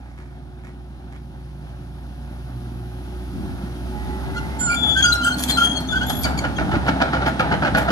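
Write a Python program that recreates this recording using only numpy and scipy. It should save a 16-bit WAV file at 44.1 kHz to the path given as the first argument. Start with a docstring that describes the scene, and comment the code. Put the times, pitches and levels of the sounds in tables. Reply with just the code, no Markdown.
"""Out of doors in a light breeze, a diesel excavator idles with a throbbing exhaust: sines locked to its firing.
Knocks and grinding come first as it swings its engine end towards the microphone and the machine grows louder.
It then crawls closer and revs up: filtered random blows make the rumble and clatter, and the pump note rises.
Dry pins squeal (sliding tones), grit scrapes (bursts of cracks) and track shoes slap (blows ringing steel modes).
Echoes from the yard surround it throughout, and gusts of filtered noise buffet the two microphone ports."""
import sys
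import numpy as np
from scipy import signal
from scipy.fft import rfft, irfft, next_fast_len
from scipy.io import wavfile
from scipy.ndimage import map_coordinates

SR = 44100
rng = np.random.default_rng(int(sys.argv[2]) if len(sys.argv) > 2 else 0)


def waveform_to_disk(signal):
    """Save audio, clipped to [-1, 1], as 16-bit WAV at the path in sys.argv[1]."""
    frames = np.transpose(np.atleast_2d(signal))
    scaled = np.clip(frames, -1, 1) * 32767
    samples = np.round(scaled).astype(np.int16)
    wavfile.write(sys.argv[1], SR, samples)


N = 348831
T = np.arange(N) / SR

# low spectrum of the shaken frame: (f/Hz, relative level per Hz/dB)
RUMBLE_COLOUR = [(35, -36), (70, -11), (110, -3.5), (170, 1.5), (210, -0.5), (300, -1), (370, -10),
                 (480, -29), (900, -81)]
# ringing modes of a steel track shoe: (f/Hz, decay by 60 dB/s, level/dB)
SHOE_MODES = [(502, 0.064, -6), (632, 0.055, 1), (728, 0.029, 4.5), (850, 0.029, 7), (950, 0.017, -34),
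              (1110, .04, -47), (1330, 0.06, -1), (1396, 0.047, 6.5), (1590, 0.06, -24), (1678, 0.032, -3),
              (2160, 0.041, -7), (3020, 0.064, -8), (4710, .04, -20)]


def undb(db):
    """Decibels to gain."""
    return 10 ** (np.asarray(db) / 20)


def unit(x):
    """Scale to rms 1."""
    return x / np.sqrt(np.mean(x ** 2) + 1e-20)


def on_log_axis(points, hz):
    """Read (f/Hz, value) points on a log-frequency axis."""
    f, value = np.transpose(points)
    return np.interp(np.log(hz + 1), np.log(f + 1), value)


def colour(x, points):
    """Filter a sound by (f/Hz, level/dB) points and scale it to rms 1."""
    size = next_fast_len(x.shape[-1])
    gain = undb(on_log_axis(points, np.fft.rfftfreq(size, 1 / SR)))
    return unit(irfft(rfft(x, size) * gain, size)[..., :x.shape[-1]])


def shelf(x, hz, db):
    """Lift or lower the treble above a corner."""
    treble = signal.sosfilt(signal.butter(1, min(hz, SR / 3), "high", fs=SR, output="sos"), x)
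    return x + (undb(db) - 1) * treble


def walk(rate, size=N):
    """Smooth random curve through `rate` chance values a second."""
    place = np.arange(size) * rate / SR
    return map_coordinates(rng.standard_normal(int(place[-1]) + 3), [place], order=2, mode="nearest")


def impacts(size, rate, spread_db):
    """Tiny blows of uneven strength, on average `rate` a second, at rms 1."""
    hits = rng.random(size) < rate / SR
    signs = rng.choice([-1, 1], size)
    return unit(hits * signs * undb(spread_db * rng.standard_normal(size)))


def add(track, start, x):
    """Mix a sound in at a time in seconds."""
    i = max(int(start * SR), 0)
    track[i:i + len(x)] += x[:max(N - i, 0)]


def burst(length, rise, fall):
    """Envelope that rises linearly and dies away exponentially once `length` seconds have passed."""
    t = np.arange(int((length + 6 * fall) * SR)) / SR
    return np.minimum(t / rise, 1) * np.exp(-np.maximum(t - length, 0) / fall)


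def modes(rows, size, detune):
    """Impulse response of decaying sines, each mode detuned by a random share."""
    t = T[:size]
    response = np.zeros(len(t))
    for hz, t60, db in rows:
        decay = rng.choice([-1, 1]) * undb(db) * np.exp(-np.log(1000) * t / t60)
        response += decay * np.sin(2 * np.pi * hz * (1 + detune * rng.standard_normal()) * t)
    return response


def ring_link(force):
    """Strike the modes of one track link with a force, at rms 1."""
    # ringing modes of a track link: (f/Hz, decay by 60 dB/s, level/dB)
    link_modes = [(3213, 0.044, 6), (3450, 0.031, 2.5), (4252, 0.038, 3), (4725, .025, 4.5),
                  (5270, 0.053, -2.5), (6056, .06, -3), (6270, 0.085, -6), (6690, 0.041, 1.5),
                  (7280, 0.033, -1), (7790, 0.041, 2), (9350, 0.027, -5), (10440, 0.03, -7),
                  (11390, 0.034, -4), (12530, 0.024, -1)]
    response = modes(link_modes, len(force), detune=0.0096)
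    return unit(signal.fftconvolve(force, response)[:len(force)])


def ramp(start, end):
    """Progress of a move, from 0 at its start to 1 at its end, in seconds."""
    return np.interp(T, [start, end], [0, 1])


def travel_progress():
    """The tracks gather speed and bring the machine closer."""
    return ramp(2.58, 7.32)


def loudness(rest, swing, travel):
    """Level in dB of a part: at rest, plus its changes as the machine swings round and drives closer."""
    # the body hides the engine early on, so the swing's gain comes slightly late
    return rest + swing * ramp(0.59, 4.4) ** 1.13 + travel * travel_progress()


def surge():
    """Slow wavering in dB that grows as the tracks gather speed."""
    return 2.5 * np.sqrt(travel_progress()) * walk(7.2)


def wind():
    """Gusts swell over a light breeze; each microphone port gets its own noise from the eddies."""
    # gusts on the microphone: (t/s, length/s, level/dB)
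    gust_rows = [(0, 0.57, -55), (3.298, 0.16, -31), (3.8, 1.3, -33.5), (5.842, 1.02, -29),
                 (7.35, 0.58, -31.5)]
    # spectrum of the buffeting: (f/Hz, relative level per Hz/dB)
    buffet_colour = [(25, -26), (45, -9), (65, 5.5), (100, -6), (160, -4.5), (250, -12), (400, -18.5),
                     (900, -53)]
    strength = np.full(N, undb(-54))  # the breeze
    for start, length, db in gust_rows:
        add(strength, start, burst(length, rise=0.086, fall=0.13) * undb(db))
    return colour(rng.standard_normal((2, N)), buffet_colour) * strength * undb(2 * walk(10))


def links(count=7):
    """Slack links knock lightly and keep the shoes' steel modes ringing between slaps."""
    knocks = np.zeros(N)
    for _ in range(count):
        shoe = modes(SHOE_MODES, SR // 4, detune=0.039)
        knocks += signal.fftconvolve(impacts(N, 15, 2.8), shoe)[:N]
    return unit(shelf(knocks, 1100, 12.0)) * undb(loudness(rest=-69, swing=12.5, travel=14.5))


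def rubs(rows, spectrum):
    """Short gritty bursts of random blows where heavy parts rub."""
    out = np.zeros(N)
    for start, length, db in rows:
        press = burst(length, rise=0.0022, fall=0.013)
        grains = colour(impacts(len(press), 1500, 6.9), spectrum)
        add(out, start, grains * press * undb(db))
    return out


def swing_grinds():
    """The upper body knocks and grinds in gritty bursts as heavy parts rub."""
    # knocks and grinds: (t/s, length/s, level/dB)
    grind_rows = [(0, .35, -57), (.174, .008, -45.5), (.199, .007, -46.5), (.587, .004, -51),
                  (.636, 0.024, -43.5), (.668, .012, -42), (1.12, .015, -46.5), (1.143, 0.013, -46)]
    # spectrum of the grinding: (f/Hz, relative level per Hz/dB)
    grind_colour = [(250, 6), (800, 3), (1700, 3), (2200, 5), (2800, -8), (4500, -15), (9000, -17.5),
                    (14000, -32)]
    return rubs(grind_rows, grind_colour)


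def judders():
    """The frame judders in short low bursts of blows."""
    # judders: (t/s, length/s, level/dB)
    judder_rows = [(3.27, 0.2, -34.5), (6.73, 0.063, -23.5), (6.86, 0.062, -23)]
    return rubs(judder_rows, RUMBLE_COLOUR)


def hums():
    """Swing drive and travel motors whine and the frame drones: gliding sines, shaken by roughness."""
    # hums: (t/s, length/s, start f/Hz, end f/Hz, level/dB, roughness)
    hum_rows = [(0, 1.5, 141.3, 141, -46.5, 0.21), (1.3, 1.25, 142.5, 141.8, -41, 0.34),
                (2.4, 0.62, 129.7, 115.3, -39.5, 0.44), (3.87, 0.86, 833, 894, -43, 0.33),
                (3.848, 0.66, 1903, 2045, -53.5, 0.32), (4.27, 0.41, 2010, 2107, -46, 0.4),
                (4.6, .27, 259.3, 250.3, -37, 0.31), (5.151, 0.816, 253.4, 251.5, -32.5, 0.24),
                (5.972, 0.35, 243.6, 261.6, -37, 0.27)]
    out = np.zeros(N)
    for start, length, hz0, hz1, db, rough in hum_rows:
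        size = int(length * SR)
        hz = np.linspace(hz0, hz1, size) + rough * 14 * walk(41.0, size)
        swell = signal.windows.tukey(size, .25) * undb(db + rough * 7.9 * walk(23.4, size))
        add(out, start, np.sqrt(2) * swell * np.sin(2 * np.pi * np.cumsum(hz) / SR))
    return out


def pump(phase):
    """The hydraulic pump's pistons sing at six times the firing rate, so the note rises with the engine."""
    # level of the whine: (t/s, level/dB)
    pump_level = [(0, -59.5), (.6, -52), (1.2, -53.5), (2.2, -56.5), (2.7, -48), (3.5, -41.5), (4.5, -45),
                  (5.2, -50), (7.9, -43)]
    level_db = np.interp(T, *np.transpose(pump_level)) + 1.5 * walk(14)
    return np.sqrt(2) * np.sin(6 * phase + 0.6 * walk(16)) * undb(level_db)


def running_gear(phase):
    """Rollers shake the frame, machinery clatters in time with the firing, and oil hisses in the valves."""
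    # spectra of clatter, valve hiss and the finest oil sizzle: (f/Hz, relative level per Hz/dB)
    clatter_colour = [(200, 1.5), (400, -8.5), (560, 0), (820, 5.5), (1100, -7.5), (1450, -4), (1800, -8),
                      (2400, -18), (4000, -18), (8000, -64)]
    hiss_colour = [(700, 7.5), (1300, 9), (2100, 4.5), (2700, 6), (4300, 2.5), (5600, 0), (7500, -9),
                   (9300, -3.5), (11500, -17), (13500, -41), (15000, -38)]
    sizzle_colour = [(7800, -30), (9200, -5), (11000, 2.5), (13500, -5.5), (15000, -30)]

    rumble_db = loudness(rest=-45.5, swing=9.5, travel=7.5) + 0.89 * surge()
    rumble = colour(impacts(N, 900, 5.46), RUMBLE_COLOUR) * undb(rumble_db)

    rattle = impacts(N, 7000, 3.9) * (1 + 0.054 * np.cos(phase))
    clatter_db = loudness(rest=-52, swing=8.5, travel=15) + 2.22 * walk(14)
    clatter = colour(rattle, clatter_colour) * undb(clatter_db)

    hiss_db = loudness(rest=-60, swing=14.5, travel=2.5) + 0.57 * walk(20)
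    hiss = colour(rng.standard_normal(N), hiss_colour) * undb(hiss_db)

    sizzle_db = loudness(rest=-74.5, swing=22.5, travel=-11.5)
    sizzle = colour(rng.standard_normal(N), sizzle_colour) * undb(sizzle_db)
    return rumble + clatter + hiss + sizzle


def engine():
    """Almost even firing drives wavering sines, the exhaust note; returns it and the firing phase."""
    # firing rate, sagging under load and then revving up: (t/s, f/Hz)
    firing_rate = [(0, 60.48), (2.4, 60.25), (3.1, 60.32), (3.78, 60.1), (4.1, 62.45), (4.72, 66.59),
                   (7.9, 66.38)]
    # exhaust lines: (multiple of the firing rate, level/dB)
    exhaust_lines = [(1, 2.5), (1.5, -10.5), (2, -7.5), (3, -19), (4, -17.5), (5, -35), (9, -27.5),
                     (12, -22), (13, -27)]
    hz = np.interp(T, *np.transpose(firing_rate))
    phase = 2 * np.pi * np.cumsum(hz * (1 + .002 * walk(14))) / SR
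    note = undb(exhaust_lines[0][1] + 1.0 * walk(25)) * np.sin(phase)
    for k, db in exhaust_lines[1:]:
        note += undb(db + 2.0 * walk(5.7)) * np.sin(k * phase + 2 * np.pi * rng.random())
    level_db = loudness(rest=-40.5, swing=10.5, travel=-5) + surge()
    return np.sqrt(2) * note * undb(level_db), phase


def scrapes():
    """Grit cracks in jerky bursts between steel and concrete and sets the link ringing."""
    # grit crushed under the shoes: (t/s, length/s, level/dB, treble shelf/dB)
    scrape_rows = [(4.59, 0.024, -37.5, 21), (4.683, 0.07, -42, 2), (4.966, 0.095, -32, -24),
                   (5.123, 0.015, -29, 12), (5.226, 0.055, -34.5, 18), (5.365, 0.076, -28, 22),
                   (5.473, 0.041, -21, -10), (5.562, 0.087, -31, -10), (5.799, .015, -41, 9),
                   (6.092, 0.013, -24, -25), (6.205, 0.046, -33.5, 23), (6.378, 0.0078, -35.5, 18),
                   (6.873, .007, -37, 10), (7.263, 0.021, -42, 26), (7.397, .005, -43, 10),
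                   (7.768, 0.014, -33, 22), (7.785, 0.048, -43, 10)]
    # spectrum of the grit: (f/Hz, relative level per Hz/dB)
    grit_colour = [(300, 11), (800, -1), (1700, 8.5), (2600, 7), (4500, 0), (7500, 0.5), (10000, 5),
                   (12500, 4), (15000, -21)]
    ring_share = 0.52  # share of metallic ring in the power
    out = np.zeros(N)
    for start, length, db, treble_db in scrape_rows:
        press = burst(length, rise=0.43 * length, fall=0.01)
        size = len(press)
        cracks = unit(impacts(size, 2200, 6) * undb(walk(130, size)))
        grains = np.sqrt(1 - ring_share) * cracks + np.sqrt(ring_share) * ring_link(cracks)
        scrape = unit(shelf(colour(grains, grit_colour), 4300, treble_db))
        add(out, start, scrape * press * undb(db))
    return out


def squeal(length, pitch, end_hz, rough, rise):
    """A dry pin sticks and slips at a link resonance; uneven grip shakes the pitch and lifts overtones."""
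    # overtones: (multiple of the pitch, level/dB before roughness is added)
    overtone_rows = [(2, -1), (3, -8.5), (4, -19)]
    grip = burst(length * 0.95, rise, fall=0.007)
    size = len(grip)
    hz = np.interp(T[:size], [0, length], [pitch, end_hz])
    hz = hz + rough * (35 * walk(75.7, size) + 1.11 * np.sqrt(pitch) * walk(715, size))
    phase = 2 * np.pi * np.cumsum(hz) / SR
    tone = np.sin(phase)
    overtone_db = -28 + 25.5 * rough
    for k, db in overtone_rows:
        if k * pitch < 13000:
            tone = tone + undb(overtone_db + db + 4.2 * walk(49.0, size)) * np.sin(k * phase)
    shake = 1 + 0.72 * rough * walk(168.6, size)
    flutter = undb(1.27 * walk(43.7, size))
    return unit(tone * shake * flutter) * grip


def squeals():
    """Dry pins squeal; the rougher the grip, the more its ragged slips ring the link's other modes."""
    # squeals sliding as the load shifts: (t/s, length/s, start f/Hz, end f/Hz, level/dB, roughness, swell/s)
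    squeal_rows = [(1.158, 0.023, 3330, 3280, -66, .5, .008), (4.331, 0.063, 1463, 1373, -28, 0.57, 0.043),
                   (4.587, 0.087, 7255, 7215, -21.5, 0.18, 0.03),
                   (4.601, 0.087, 1490, 1383, -30, 0.35, 0.015),
                   (4.661, 0.085, 1402, 1414, -17, 0.22, 0.023),
                   (4.694, 0.058, 2360, 2324, -25.5, 0.6, 0.02),
                   (4.686, 0.077, 4625, 4720, -37.5, 0.88, 0.018),
                   (4.699, 0.073, 7240, 7130, -33, 0.2, 0.013),
                   (4.757, 0.093, 3470, 3440, -25.5, 0.11, 0.015),
                   (4.824, .135, 3448, 3432, -20.5, 0.24, 0.013), (4.84, 0.088, 3185, 3100, -37, 0.3, .02),
                   (4.95, 0.06, 1523, 1575, -17.5, 0.42, 0.015),
                   (4.96, 0.043, 3380, 3287, -18.5, 0.5, 0.019),
                   (5.022, 0.04, 3312, 3280, -15.5, 0.55, 0.0063),
                   (5.028, 0.092, 1455, 1414, -13.5, 0.33, 0.022),
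                   (5.032, 0.021, 6590, 6610, -20, 0.37, 0.0078),
                   (5.065, 0.042, 6000, 6090, -30, 0.18, .03), (5.116, 0.017, 4080, 4025, -13, 0.32, 0.01),
                   (5.04, 0.047, 4790, 4790, -28.5, 0.46, .01), (5.148, 0.021, 5480, 5450, -34, 0.5, 0.009),
                   (5.227, 0.073, 6200, 6300, -41, 0.6, .015),
                   (5.238, 0.015, 7710, 7810, -25, 0.42, 0.0093),
                   (5.119, 0.13, 1441, 1390, -24, 0.36, .006), (5.216, 0.076, 1400, 1423, -15, 0.15, 0.057),
                   (5.217, .11, 3092, 3154, -27, 0.58, 0.016), (5.246, 0.037, 1563, 1606, -23, 0.76, 0.01),
                   (5.3, 0.026, 1450, 1497, -23.5, 0.26, 0.0068),
                   (5.317, 0.028, 4200, 4295, -24.5, 0.52, 0.022),
                   (5.376, .045, 11900, 12200, -36, 0.9, 0.01),
                   (5.489, 0.022, 3480, 3430, -25.5, 0.9, .008), (5.503, 0.062, 4250, 4060, -25, .4, 0.017),
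                   (5.567, 0.025, 1423, 1395, -15, 0.5, 0.0087),
                   (5.601, 0.028, 1380, 1380, -16.5, 0.23, .012),
                   (5.569, 0.039, 3185, 3183, -18.5, 0.49, 0.007),
                   (5.614, 0.066, 3214, 3237, -18.5, 0.42, 0.0068),
                   (5.69, 0.094, 3278, 3237, -26, 0.48, 0.0053),
                   (5.75, 0.047, 4296, 4320, -28, 0.17, 0.022), (5.871, 0.019, 6300, 6320, -39, .4, .008),
                   (5.885, 0.044, 3520, 3460, -27, 0.44, .0043),
                   (5.941, .115, 3337, 3267, -32.5, 0.26, 0.032),
                   (5.918, 0.063, 1463, 1546, -21.5, 0.4, 0.011),
                   (6.004, 0.045, 1420, 1605, -25.5, 0.62, 0.01),
                   (6.056, 0.14, 3486, 3350, -33.5, 0.68, 0.012),
                   (6.064, 0.16, 11540, 11630, -37, 0.4, 0.0074),
                   (6.181, 0.046, 12150, 12400, -38, 0.3, .01),
                   (6.232, 0.025, 2410, 2275, -26.5, 1.2, 0.013),
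                   (6.374, 0.018, 2330, 2250, -25, 1.12, 0.011),
                   (6.557, 0.03, 3300, 3200, -35, 0.65, 0.011)]
    out = np.zeros(N)
    for start, length, hz0, hz1, db, rough, rise in squeal_rows:
        tone = squeal(length, hz0, hz1, rough, rise)
        slips = tone * impacts(len(tone), 350, 3)
        rasp = shelf(ring_link(slips), 8000, -13)
        rasp_gain = np.std(tone) * rough * undb(-11)
        add(out, start, (tone + rasp * rasp_gain) * undb(db))
    return out


def slaps():
    """Shoes land with a blow and rattle that ring their steel and thump the frame; harder is brighter."""
    # shoes touching down, slapping flat and bouncing: (t/s, swell/s, rattle length/s, level/dB)
    slap_rows = [(4.833, .0094, 0.082, -32), (5.145, 0.0074, 0.02, -33), (5.397, .006, 0.013, -29),
                 (5.653, 0.0085, 0.02, -29), (5.885, 0.0051, .03, -35), (6.095, 0.0082, 0.014, -24),
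                 (6.243, 0.0063, 0.031, -22.5), (6.436, .006, 0.021, -21), (6.58, 0.0057, 0.011, -20),
                 (6.603, 0.0059, .02, -24.5), (6.707, .01, 0.021, -23), (6.733, .008, 0.028, -21),
                 (6.862, .005, 0.0098, -20.5), (6.877, .004, 0.013, -15), (6.93, .003, 0.0053, -30),
                 (7.001, 0.0029, 0.012, -20.5), (7.013, 0.0047, 0.0082, -14), (7.072, .006, .015, -32),
                 (7.123, 0.014, 0.019, -17.5), (7.146, .002, 0.0042, -20), (7.164, .003, .008, -22),
                 (7.21, 0.0059, 0.014, -21), (7.256, 0.0066, 0.022, -17.5), (7.391, .008, .014, -15),
                 (7.441, 0.0029, 0.0054, -26.5), (7.51, 0.0049, 0.018, -17.5), (7.534, .006, 0.0098, -19.5),
                 (7.62, .004, 0.019, -19), (7.645, 0.0042, 0.014, -18), (7.666, 0.0029, 0.017, -20),
                 (7.745, 0.0038, 0.022, -16), (7.77, 0.0039, 0.017, -18), (7.812, 0.0041, 0.011, -25.5),
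                 (7.867, .02, 0.026, -19), (7.902, .003, 0.0089, -15.5)]
    # spectrum of the cracking grit and steel: (f/Hz, relative level per Hz/dB)
    crack_colour = [(300, -12), (800, -2.5), (1600, 8.5), (2200, 0.5), (4500, -7.5), (6500, -18.5),
                    (9000, -30), (12000, -28), (15000, -64)]
    out = np.zeros(N)
    for start, rise, length, db in slap_rows:
        force = burst(length, rise, fall=0.0105)
        size = len(force)
        blows = impacts(size, 850, 1.7) * force
        blows[int(rise * SR)] += undb(22.5)  # the shoe comes down flat
        crunch = impacts(size, 3500, 6.3) * force * undb(2 * walk(206, size))  # grit under the shoe
        steel = unit(signal.fftconvolve(blows, modes(SHOE_MODES, size, detune=0.033))[:size])
        crack = colour(crunch + undb(-9.0) * blows, crack_colour)
        treble_db = -2 + 0.75 * (db + 16)  # brighter above a firm slap at -16 dB, duller below
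        clank = shelf(undb(0.04) * steel + undb(-4.0) * crack, 1560, treble_db)
        thud = undb(-7.5) * colour(blows, RUMBLE_COLOUR)
        add(out, start, (clank + thud) * np.sqrt(np.mean(force ** 2)) * undb(db))
    return out


def yard(x, echo_db, t60):
    """Scattered echoes from ground and sheds: a decaying noise tail, different at each port."""
    t = T[:SR // 2]
    tail = rng.standard_normal((2, len(t))) * np.exp(-np.log(1000) * t / t60) * (t > .004)
    tail /= np.sqrt(np.sum(tail ** 2, axis=1, keepdims=True))
    return undb(echo_db) * signal.fftconvolve(x[None], tail, axes=1)[:, :N]


def ports(x):
    """Direct sound meets the two ports with a phase and level difference that varies with frequency."""
    # level difference: (f/Hz, left minus right/dB)
    port_balance = [(60, -1.5), (700, -1), (1450, 0.2), (2300, -9.5), (3300, 13.5), (4500, 8.5),
                    (6500, 16.5), (7250, -7.5), (9500, -8.5), (12000, 0.5)]
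    # phase difference: (f/Hz, lead of the left port/rad)
    port_phase = [(0, -0.5), (700, 1.38), (1450, 1.2), (2500, 4), (3400, 3.5), (4500, 5), (6600, 7),
                  (8200, 10), (10500, 14.5), (11500, 0), (14000, 18.5)]
    size = next_fast_len(N)
    hz = np.fft.rfftfreq(size, 1 / SR)
    side = np.array([[1], [-1]]) / 2  # each port takes half of the difference
    gain = undb(side * on_log_axis(port_balance, hz))
    gain /= np.sqrt(np.mean(gain ** 2, axis=0))
    lead = np.interp(hz, *np.transpose(port_phase))
    return irfft(rfft(x, size) * gain * np.exp(1j * side * lead), size)[:, :N]


def scene():
    """Wind, machine and tracks, with direct sound and echoes at both ports."""
    exhaust, phase = engine()
    machine = running_gear(phase) + pump(phase) + hums() + links() + judders()
    pins = squeals()
    tracks = slaps() + scrapes() + swing_grinds()
    direct = ports(exhaust + machine + pins + tracks)
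    # long waves reach both ports alike, so mainly the machine's shorter ones feed the differing echoes
    echoes = yard(shelf(machine, 470, 9.4), -15.5, 0.53)
    echoes = echoes + yard(pins, -8.5, 0.37) + yard(tracks, -7.5, 0.29)
    return direct + echoes + wind()


def record(dry):
    """The recorder cuts the deep bass below 42 Hz and the top above 14.7 kHz."""
    dry = signal.sosfilt(signal.butter(3, 42, "high", fs=SR, output="sos"), dry)
    return signal.sosfilt(signal.ellip(8, .2, 70, 14700, fs=SR, output="sos"), dry)


dry = scene()
out = record(dry)
waveform_to_disk(out)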